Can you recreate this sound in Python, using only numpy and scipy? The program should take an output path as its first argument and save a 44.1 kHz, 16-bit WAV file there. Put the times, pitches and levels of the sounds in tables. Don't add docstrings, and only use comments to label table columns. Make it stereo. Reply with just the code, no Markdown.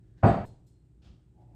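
import sys
import numpy as np
from scipy import signal
from scipy.fft import rfft, irfft, next_fast_len
from scipy.io import wavfile

SR = 44100
rng = np.random.default_rng(int(sys.argv[2]) if len(sys.argv) > 2 else 0)


def materialize(psi):
    bounded = np.clip(np.atleast_2d(psi).T, -1, 1)
    quanta = np.round(bounded * 32767).astype(np.int16)
    wavfile.write(sys.argv[1], SR, quanta)


N = 68355

# start in seconds, relative level in dB.
CONTACT_TIMES = [(0.2262, -11.5), (0.232, -1), (0.243, -3), (0.270, -9.5), (0.311, -13.5)]
# start in seconds, gain in dB.
JOLTS = [(0.231, -44), (0.262, -39)]
# start in seconds, ring and scrape gains in dB, share of the free ring time.
BLADE_TAPS = [(0.456, -61, -76, 0.5), (0.664, -74.5, -72.5, 1)]
# start in seconds, crunch gain in dB, gain of the push in dB.
CRUNCH_EVENTS = [(1.018, -66, -62.5), (1.040, -63, -57), (1.060, -68, -49.5)]

# frequency in Hz, relative level in dB, seconds to die away by 60 dB.
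COUNTER_MODES = [(68, -21, .5), (103, 10, .17), (166, -12, .27), (203, -3, .27), (229, -8, .25),
                 (255, -10, .3), (301, -15, .3), (363, -8, .3), (443, -10, .31), (589, -9, .34),
                 (647, -10, .28), (682, -6.5, .4), (700, -8, .39), (769, -4.5, .26), (940, -21, .3),
                 (1256, -19, .25), (1466, -20, .25)]
BLADE_MODES = [(4200, -4, .6), (5200, -6, .3), (6853, -7, .25), (7245, -1, .32), (7950, -3, .3),
               (8060, -2, .3), (8140, -4, .68), (9017, -5, .25), (9215, -7, .5), (11900, -14, .22),
               (13550, -11, .22)]
DISH_MODES = [(1696, 1, .36), (1906, -2, .4), (1929, -3, .4), (2262, -2, .42), (2545, -3, .35),
              (3170, -11, .42), (3650, -13, .42), (4560, -10, .38), (5520, -21, .45), (6600, -21, .44),
              (7881, -19, .42), (9270, -27, .34), (12130, -29, .23)]
# frequency in Hz, relative level in dB.
CREAK_TONES = [(360, -4.5), (740, -3), (835, -3)]
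HUM_TONES = [(59.2, -67), (118.4, -63.5), (312.2, -75.5), (371.4, -78)]

# frequency in Hz, relative level in dB.
SLIDE_SPECTRUM = [(200, -6.5), (700, 0.5), (1300, -9.5), (1680, 3.5), (2200, -11.5), (3400, -9.5),
                  (7000, -18.5), (10000, -32.5)]
SLAP_SPECTRUM = [(500, -5.5), (2000, 7.5), (4000, -0.5), (8000, -6), (9300, -10), (10500, -26.5),
                 (12000, -12), (13800, -15), (15000, -26)]
KNOCK_SPECTRUM = [(20, -60), (45, -15), (100, -9.5), (200, -5.5), (310, -12.5), (450, -15.5), (700, -7),
                  (900, -15.5), (1300, -21), (1900, -31.5), (2700, -37.5), (3500, -51.5), (5500, -64),
                  (8000, -77), (10000, -92.5), (12000, -72), (15000, -88)]
SKID_SPECTRUM = [(1500, -36), (2500, -2.5), (4600, -1.5), (5600, -13.5), (8000, -10), (9300, -13),
                 (10500, -42.5), (15000, -47)]
SCRAPE_SPECTRUM = [(1000, -24), (4000, -1), (8000, -3), (10500, -5), (13000, 0), (15000, -18)]
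CRUNCH_SPECTRUM = [(300, -13), (750, 7), (1000, -2.5), (1200, 2.5), (2000, -6.5), (3100, 2.5), (3900, -2),
                   (4600, -2.5), (5600, -6), (7500, -13), (9500, -23), (15000, -35)]
PUSH_SPECTRUM = [(30, -20), (60, -1), (115, -6), (200, -6), (380, -19.5), (600, -24.5), (1500, -55)]
RUB_SPECTRUM = [(30, -26), (60, 6.5), (115, 10), (200, -0.5), (290, -4.5), (450, -9), (640, -2.5),
                (780, -9), (940, -7), (1020, -16.5), (1400, -27), (4000, -34.5), (15000, -48)]
TAIL_SPECTRUM = [(40, -7.5), (110, 3.5), (300, -11), (800, -13.5), (1200, -31.5), (2500, -40.5),
                 (4000, -34.5), (5500, -41.5), (8000, -35), (10500, -65), (13000, -36), (15000, -55)]
AIR_SPECTRUM = [(20, -36), (35, -12.5), (55, 1.5), (80, -5.5), (120, -4), (170, -7.5), (230, -15),
                (380, -18.5), (550, -30), (900, -39), (2000, -45), (6000, -52.5), (8200, -45.5),
                (10500, -60.5), (13000, -59.5), (15000, -69.5)]

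# time in seconds, gain in dB.
SLIDE_ENVELOPE = [(0.02, -87), (0.04, -81), (0.165, -82), (0.18, -69), (0.225, -70.5), (0.24, -94.5)]
RUB_ENVELOPE = [(1.329, -84.5), (1.38, -65), (1.419, -58), (1.48, -64), (1.55, -59)]
RUMBLE_ENVELOPE = [(0, 1), (0.45, 1), (0.62, -1), (0.92, -3), (1.05, 0), (1.26, -3.5), (1.36, 0), (1.55, 3)]

# frequency in Hz, seconds to die away by 60 dB.
ROOM_DECAY = [(60, 0.61), (200, .42), (500, 0.47), (1000, 0.51), (3000, .5), (8000, 0.44), (13000, 0.13)]
# frequency in Hz, correlation from -1 to 1.
MIC_LIKENESS = [(60, .97), (125, 0.9), (250, 0.38), (500, -0.028), (1000, -0.2), (2000, .1), (12000, -0.1)]


def squash_set_down():
    slide = envelope(SLIDE_ENVELOPE) * noise(SLIDE_SPECTRUM)
    top = ring(COUNTER_MODES, build_cycles=2, scatter_db=-0.7)
    boom = amp(-11.5) * at(.232, kitchen_walls(top, wet_db=-12))
    knocks = amp(-16) * sum(amp(db) * at(start, burst(KNOCK_SPECTRUM, rise_s=.0026))
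                            for start, db in CONTACT_TIMES)
    slap = amp(-59.5) * at(.2295, burst(SLAP_SPECTRUM, rise_s=.001))
    skid = amp(-44.5) * at(.245, burst(SKID_SPECTRUM, rise_s=.04))
    return slide + slap + knocks + boom + skid


def dishes():
    return sum(amp(db) * at(start, chime(DISH_MODES, rise_s=.014, rough=1.1)) for start, db in JOLTS)


def blade():
    out = np.zeros((2, N))
    for start, ring_db, scrape_db, length in BLADE_TAPS:
        clink = amp(ring_db) * chime(BLADE_MODES, rise_s=.009, rough=1.0, length=length)
        scrape = amp(scrape_db) * burst(SCRAPE_SPECTRUM, rise_s=.0043)
        out += at(start, clink + scrape)
    return out


def cutting():
    crunches = np.zeros((2, N))
    for start, crunch_db, push_db in CRUNCH_EVENTS:
        crunch = amp(crunch_db) * burst(CRUNCH_SPECTRUM, rise_s=.0058)
        push = amp(push_db) * burst(PUSH_SPECTRUM, rise_s=.0086)
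        crunches += at(start, crunch + push)
    creak = sum(amp(db) * np.imag(shimmer() * np.exp(2j * np.pi * hz * clock()))
                for hz, db in CREAK_TONES)
    return crunches + envelope(RUB_ENVELOPE) * (noise(RUB_SPECTRUM) + amp(-3) * creak)


def edit(x, cut_s):
    tick = amp(-64) * rng.standard_normal((1, N)) * np.exp(-clock() / .0004)
    tail = amp(-44) * burst(TAIL_SPECTRUM, rise_s=.0012)
    return x * (clock() < cut_s) + at(cut_s, tick + tail)


def kitchen_walls(x, wet_db):
    tail = burst([(100, 0)], rise_s=.008)
    reflections = signal.fftconvolve(x, tail / np.linalg.norm(tail[0]), axes=1)[:, :N]
    return x + amp(wet_db) * reflections


def room_tone(rumble_edge_hz=570):
    hum = sum(amp(db) * np.sqrt(2) * np.sin(2 * np.pi * (hz * clock() + rng.random()))
              for hz, db in HUM_TONES)
    air = amp(-58.5) * noise(AIR_SPECTRUM)
    rumble = filtered(air, lambda hz: np.exp(-(hz / rumble_edge_hz) ** 2))
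    hiss = air - rumble
    return hiss + (rumble + hum) * envelope(RUMBLE_ENVELOPE)


def ring(modes, build_cycles, scatter_db):
    t, out = clock(), np.zeros((2, N))
    for (hz, db, t60), (size, skew) in zip(modes, rng.standard_normal((len(modes), 2))):
        phases = np.sign(skew) * mic_angle(hz) * np.array([[1], [-1]])
        shape = decay(t, t60) * (1 - np.exp(-t * hz / build_cycles))
        out += amp(db + scatter_db * size) * shape * np.sin(2 * np.pi * hz * t + phases)
    return out


def chime(modes, rise_s, rough, length=1):
    t, out = clock(), np.zeros((2, N))
    for hz, db, t60 in modes:
        direct = np.exp(2j * np.pi * rng.random((2, 1)))
        paths = (direct + rough * shimmer()) / np.hypot(1, rough)
        out += amp(db) * decay(t, t60 * length) * np.imag(paths * np.exp(2j * np.pi * hz * t))
    return out * (1 - np.exp(-t / rise_s))


def shimmer(flutter_hz=45):
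    step = clock() * flutter_hz
    knots = rng.standard_normal((2, 400)) + 1j * rng.standard_normal((2, 400))
    k = step.astype(int)
    blend = np.sin(np.pi / 2 * (step % 1)) ** 2
    return (knots[:, k] * (1 - blend) + knots[:, k + 1] * blend) / np.sqrt(2)


def burst(spectrum, rise_s):
    hz, t, bands = signal.stft(noise(spectrum), SR, nperseg=512)
    fading = bands * decay(t, along(ROOM_DECAY, hz)[:, None])
    tail = signal.istft(fading, SR, nperseg=512)[1][:, :N]
    return tail * (1 - np.exp(-clock() / rise_s))


def noise(spectrum):
    def response(hz):
        angle = mic_angle(hz)
        return amp(along(spectrum, hz)) * [np.cos(angle), np.sin(angle)]
    mid, side = filtered(rng.standard_normal((2, N)), response)
    pair = np.array([mid + side, mid - side])
    return pair / np.sqrt(np.mean(pair ** 2) + 1e-20)


def mic_angle(hz):
    return np.arccos(np.clip(along(MIC_LIKENESS, hz), -1, 1)) / 2


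def amp(db):
    return 10 ** (np.asarray(db) / 20)


def decay(t, t60):
    return np.exp(-np.log(1000) * t / t60)


def envelope(points):
    return amp(np.interp(clock(), *np.transpose(points)))


def along(points, hz):
    freqs, values = np.transpose(points)
    return np.interp(np.log(hz + 1), np.log(freqs + 1), values)


def clock():
    return np.arange(N) / SR


def at(start_s, x):
    return np.pad(x, ((0, 0), (round(start_s * SR), 0)))[:, :N]


def filtered(x, response):
    size = next_fast_len(N + SR // 2)
    return irfft(rfft(x, size) * response(np.fft.rfftfreq(size, 1 / SR)), size)[..., :N]


def scene():
    counter = edit(squash_set_down() + dishes(), cut_s=.454) + blade() + cutting()
    pan = amp([[-.5], [.5]])
    return counter * pan + room_tone()


def record(dry):
    top_hz, slope_hz = 15300, 300
    return filtered(dry, lambda hz: np.clip((top_hz - hz) / slope_hz, 0, 1))


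dry = scene()
out = record(dry)
materialize(out)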